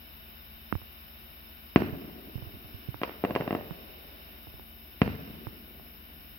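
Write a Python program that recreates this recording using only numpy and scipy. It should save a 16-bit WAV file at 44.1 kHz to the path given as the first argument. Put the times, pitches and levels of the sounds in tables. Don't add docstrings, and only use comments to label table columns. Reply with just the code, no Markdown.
import sys
import numpy as np
from scipy import signal
from scipy.fft import rfft, irfft
from scipy.io import wavfile
from scipy.ndimage import uniform_filter1d

SR = 44100
rng = np.random.default_rng(int(sys.argv[2]) if len(sys.argv) > 2 else 0)


def to_wav(sig):
    pcm = np.clip(np.atleast_2d(sig), -1, 1) * 32767
    pcm = np.round(pcm).astype(np.int16)
    wavfile.write(sys.argv[1], SR, pcm.T)


N = 281358
T = np.arange(N) / SR
FREQS = np.fft.rfftfreq(N, 1 / SR)
WHITE_GAIN = np.sqrt(SR / 2)


def undb(db):
    return 10 ** (np.asarray(db) / 20)


def across(freqs, hz, values):
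    return np.interp(np.log(freqs + 1), np.log(hz), values)


def colour(x, hz, db):
    cepstrum = irfft(np.log(undb(across(FREQS, hz, db))), N)
    fold = 1 + np.sign(np.fft.fftfreq(N))
    return irfft(rfft(x) * np.exp(rfft(cepstrum * fold)), N)


def butter(x, hz, kind="low", order=2):
    return signal.sosfilt(signal.butter(order, min(hz, .45 * SR), kind, fs=SR, output="sos"), x)


def add(out, sound, start_s):
    i = max(int(round(start_s * SR)), 0)
    out[i:i + len(sound)] += sound[:max(len(out) - i, 0)]


def walk(rate_hz):
    step = int(SR / rate_hz)
    return 1.3 * uniform_filter1d(np.repeat(rng.standard_normal(N // step + 1), step), step)[:N]


def diffuse(size, alike_hz, lag_ms):
    freqs = np.fft.rfftfreq(size, 1 / SR)
    alike = .85 / (1 + (freqs / alike_hz) ** 2)
    mid, side = rfft(rng.standard_normal((2, size)))
    pair = (mid * np.sqrt(1 + alike) + side * np.sqrt(1 - alike) * np.array([[1], [-1]])) / np.sqrt(2)
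    return pair * np.exp(-2j * np.pi * freqs * np.array([[0], [lag_ms]]) / 1000)


def through(x, response):
    return signal.fftconvolve(x[None], response, axes=1)[:, :N]


def night_air(flicker_db=0.74):
    # freq_hz, left_db_per_hz, right_db_per_hz
    spectrum = [(25.3, -90.5, -78.5), (93, -85.5, -86.5), (150, -81, -84.5), (234, -88, -86),
                (521, -93, -96), (670, -91, -84), (970, -88.5, -93), (1920, -90.5, -91.5),
                (3073, -100.5, -83.5), (3170, -109.5, -95), (3690, -87.5, -91), (4310, -99, -106.0),
                (5460, -93, -100.1), (6170, -131, -129), (6860, -142, -142)]
    hz, *sides_db = np.transpose(spectrum)
    noise = WHITE_GAIN * irfft(diffuse(N, alike_hz=1700, lag_ms=0.39), N)
    air = np.array([colour(x, hz, db) for x, db in zip(noise, sides_db)])
    return air * undb(flicker_db * walk(2))


def microphone_hiss(right_db=-28):
    # freq_hz, left_db_per_hz
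    spectrum = [(8000, -130.6), (9700, -106.7), (11000, -95.5), (12000, -90), (13200, -84), (15600, -88.5)]
    hiss = colour(WHITE_GAIN * rng.standard_normal((2, N)), *np.transpose(spectrum))
    return hiss * undb([[0], [right_db]])


def drone_and_roll(drone_db=-66.5, roll_db=-54, roll_at_s=5.42, roll_width_s=.11):
    # centre_hz, width_hz, relative_db
    bands = [(231, 30, -5), (304, 71, -6.5), (372, 19, -6)]
    shape = sum(undb(db) / (1 + (2 * (FREQS - hz) / width) ** 2) for hz, width, db in bands)
    drone = irfft(diffuse(N, alike_hz=1700, lag_ms=0.06) * shape, N)
    roll = undb(roll_db) / np.hypot(1, (T - roll_at_s) / roll_width_s)
    return drone / drone.std() * np.hypot(undb(drone_db), roll)


def engine_hum():
    # pitch_hz, left_rms_db, right_rms_db, wander_hz
    tones = [(52, -62, -57, 0.047), (66.7, -64.5, -61.5, 0.059), (74.6, -57.5, -62, 0.32),
             (222.5, -67, -64.5, 1.32), (1473, -69, -122.5, 3.06), (2270, -98, -68.5, 2.95),
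             (2986, -67.5, -98, 8.12)]
    out = 0
    for hz, left_db, right_db, wander_hz in tones:
        phase = 2 * np.pi * (np.cumsum(hz + wander_hz * walk(9)) / SR + rng.random())
        out = out + np.sqrt(2) * np.sin(phase) * undb([[left_db], [right_db]])
    return out


def crickets(jitter=.08, spread_db=2.0, gate_edge=.25):
    # pitch_hz, fall_hz, strokes_per_s, stroke_s, phrase_period_s, phrase_middle_s,
    # gate_threshold, left_db, right_db
    singers = [(5250, 27, 41, 0.023, .345, 0.022, 0.25, -75.5, -62),
               (3710, 525, 23, .034, 3.4, 4.07, 0.098, -67, -62.5)]
    out = np.zeros((2, N))
    for hz, fall_hz, rate, stroke_s, period_s, middle_s, threshold, *sides_db in singers:
        song, progress = np.zeros(N), np.linspace(0, 1, int(stroke_s * SR))
        for k, (late, loud, sharp) in enumerate(rng.standard_normal((400, 3))):
            pitch = hz + fall_hz * (.5 - progress + jitter * sharp)
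            stroke = np.sin(np.pi * progress) * np.sin(2 * np.pi * np.cumsum(pitch) / SR)
            add(song, undb(spread_db * loud) * stroke, (k + jitter * late) / rate)
        cycle = np.cos(np.pi * (T - middle_s) / period_s) ** 2
        phrase = np.clip((cycle - threshold) / gate_edge, 0, 1)
        out += song * phrase * undb(sides_db)[:, None]
    return out


def case_knocks(ref_db=-30, attack_s=0.00091, ring_hz=280, tick_hz=2750, top_hz=3200):
    # start_s, thump_db, thump_hz, click_db
    knocks = [(0.7255, -23, 201, -8), (0.732, -28, 82, -40), (.7530, -19.5, 86, -20), (.817, -45, 105, -30),
              (1.926, -26.5, 108, -47), (2.3552, -24.5, 111, -45), (2.379, -35, 121, -31.5),
              (2.423, -32.5, 115, -32), (2.468, -35, 97, -37), (2.539, -39.5, 96, -37),
              (2.645, -43, 103, -37), (2.743, -34.5, 100, -59), (2.8863, -23, 119, -54),
              (2.9436, -39, 109.5, -20.5), (3.7083, -29.5, 164, -22), (4.4706, -43, 105.4, -30),
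              (4.54, -44, 113, -34), (4.596, -52, 131, -28), (5.4691, -29, 114, -20),
              (5.797, -55, 131, -31.5)]
    out, t = np.zeros(N), T[:SR // 8]
    ring = undb(-11) * np.sin(2 * np.pi * ring_hz * t) * np.exp(-t / 0.0045)
    tick = undb(-11) * np.sin(2 * np.pi * tick_hz * t) * np.exp(-t / 0.00022)
    attack = 1 - np.exp(-(t / attack_s) ** 2)
    for start_s, thump_db, thump_hz, click_db in knocks:
        decay_s = 0.0092 / 2 ** ((thump_db - ref_db) / 18)
        thump = 2 * np.sin(2 * np.pi * thump_hz * t) * np.exp(-t / decay_s) * attack
        click_hz = 825 * 2 ** ((click_db - ref_db) / 40)
        cycles = 0.46 * 2 ** ((click_db - ref_db) / 26)
        click = np.sin(2 * np.pi * click_hz * t) * np.exp(-t * click_hz / cycles)
        add(out, undb(thump_db) * thump + undb(click_db) * (ring + tick - click), start_s)
    return butter(out, top_hz, order=6) * np.array([[0], [1]])


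def shock(length_ms, crack_hz, rear_softness=0.18, bass_hz=135, air_hz=4200):
    phase = T[:SR // 16] / (length_ms / 1000)
    wave = (1 - 2 * phase) * (1 - np.tanh((phase - 1) / rear_softness)) / 2
    dulled = butter(butter(wave, crack_hz), air_hz)
    return butter(dulled, bass_hz, "high")


def fireworks(right_lag_ms=0.14, second_lag_share=0.735, near_db=5, town_db=1):
    # start_s, level_db, shock_length_ms, crack_top_hz
    bursts = [(1.76, 2, 2.65, 1940), (3.0161, -15.5, 1.6, 1820), (3.0340, -7.5, 0.8, 2500),
              (3.239, -4.5, 1.2, 910), (3.2492, -8.5, 1.46, 1730), (3.3078, -13, 1.6, 1400),
              (3.3516, -14, 1.78, 3050), (3.361, -4.5, .97, 1480), (3.4021, -16.5, 2.6, 780),
              (3.4093, -13.5, 1.9, 1700), (3.472, -29.5, 1.6, 900), (3.4772, -12.5, 1.5, 1506),
              (3.5076, -10.5, 1.41, 1590), (3.5278, -10.5, 1.6, 1210), (3.55, -9.5, 1.4, 1370),
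              (5.0172, -1.5, 3.94, 2220)]
    direct, near_send, town_send = np.zeros((2, N)), np.zeros(N), np.zeros(N)
    for start_s, db, length_ms, crack_hz in bursts:
        wave = undb(db) * shock(length_ms, crack_hz)
        bend_db = -0.5 * np.log2(length_ms / 1.5)
        add(near_send, undb(near_db + bend_db) * wave, start_s)
        second_db = min(-18.5 - 1.3 * db, -2.5)
        add(wave, undb(second_db) * wave, second_lag_share * length_ms / 1000)
        add(direct[0], wave, start_s)
        add(direct[1], wave, start_s + right_lag_ms / 1000)
        add(town_send, undb(town_db) * wave, start_s)
    splinters = through(near_send, near_surfaces())
    echoes = through(town_send, walls() + houses() + horizon())
    return microphone_ports(direct + splinters + echoes)


def near_surfaces(db=-30, attack_s=0.00013, decay_s=0.0085, low_hz=900):
    t = T[:SR // 8]
    noise = irfft(diffuse(len(t), alike_hz=2500, lag_ms=0.019), len(t))
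    envelope = np.exp(-t / decay_s) * (1 - np.exp(-t / attack_s))
    return undb(db) * butter(noise * envelope, low_hz, "high", order=1)


def walls(low_hz=150):
    # delay_s, level_db, top_hz, right_lag_ms
    slaps = [(0.0152, -15.5, 2000, 0.4), (0.0309, -23, 4520, 0.23), (0.0606, -14.5, 2600, -0.093),
             (.0755, -29.5, 900, .4), (0.0838, -26, 2560, 0.063)]
    out = np.zeros((2, 2 * SR))
    for delay_s, db, top_hz, lag_ms in slaps:
        slap = undb(db) * butter(signal.unit_impulse(SR // 100), top_hz, order=1)
        add(out[0], slap, delay_s)
        add(out[1], slap, delay_s + lag_ms / 1000)
    return butter(out, low_hz, "high", order=1)


def houses(build_s=0.023, clump_db=2.5):
    # centre_hz, early_db, early_t60_s, late_db, late_t60_s
    bands = [(60.5, -4, 1, -17.5, 1.9), (134, -9, 0.84, -21.5, 1.95), (270, -30, 0.97, -11, 1.6),
             (464, -11.5, 0.81, -17.5, 2.96), (795, -10.5, 0.89, -22, 7.1), (1500, -6, 0.79, -25, 0.65),
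             (3020, -9, 0.74, -16.5, 1.2), (5560, -2, 0.42, -22, 0.76)]
    t = T[:2 * SR]
    freqs = np.fft.rfftfreq(len(t), 1 / SR)
    noise = diffuse(len(t), alike_hz=1500, lag_ms=0.33) / np.sqrt(SR)
    centres, out = [row[0] for row in bands], 0
    for weights, (_, early_db, early_t60, late_db, late_t60) in zip(np.eye(len(bands)), bands):
        band = irfft(noise * across(freqs, centres, weights), len(t))
        rates = np.log(1000) / np.array([early_t60, late_t60])
        power = sum(undb(db) ** 2 * 2 * rate * np.exp(-2 * rate * t)
                    for db, rate in zip((early_db, late_db), rates))
        out = out + band * np.sqrt(power)
    clumps = undb(clump_db * walk(250)[:len(t)])
    return out * (1 - np.exp(-t / build_s)) * clumps


def horizon(db=-62, top_hz=380, low_hz=190, build_s=0.62, t60_s=7.6):
    t = T[:2 * SR]
    noise = irfft(diffuse(len(t), alike_hz=1200, lag_ms=0.12), len(t))
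    rumble = butter(butter(noise, top_hz, order=4), low_hz, "high")
    swell = (1 - np.exp(-t / build_s)) * np.exp(-np.log(1000) * t / t60_s)
    fade_out = np.minimum(2 * (2 - t), 1)
    return undb(db) * swell * fade_out * rumble


def microphone_ports(sound):
    # freq_hz, left_db, right_db
    port_eq = [(60.4, 6.5, 3.5), (124, -1, -2), (235, -0.5, -1.5), (660, 0.5, 0), (930, -3, -3.5),
               (1450, -2, -2.5), (2230, -2, 5), (2820, 0.5, 12.5), (3900, 6.5, -12), (4490, 9.5, 2),
               (6040, 7.5, 1.5), (6640, -22.5, -16.5), (12000, -35, -33)]
    hz, *sides_db = np.transpose(port_eq)
    return np.array([colour(x, hz, db) for x, db in zip(sound, sides_db)])


def scene():
    return (fireworks() + case_knocks()
            + night_air() + microphone_hiss() + drone_and_roll() + engine_hum() + crickets())


def record(dry):
    low_hz, top_hz = 36, 15900
    top_cut = signal.ellip(12, .1, 80, top_hz, fs=SR, output="sos")
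    return signal.sosfilt(top_cut, butter(dry, low_hz, "high", order=3))


dry = scene()
out = record(dry)
to_wav(out)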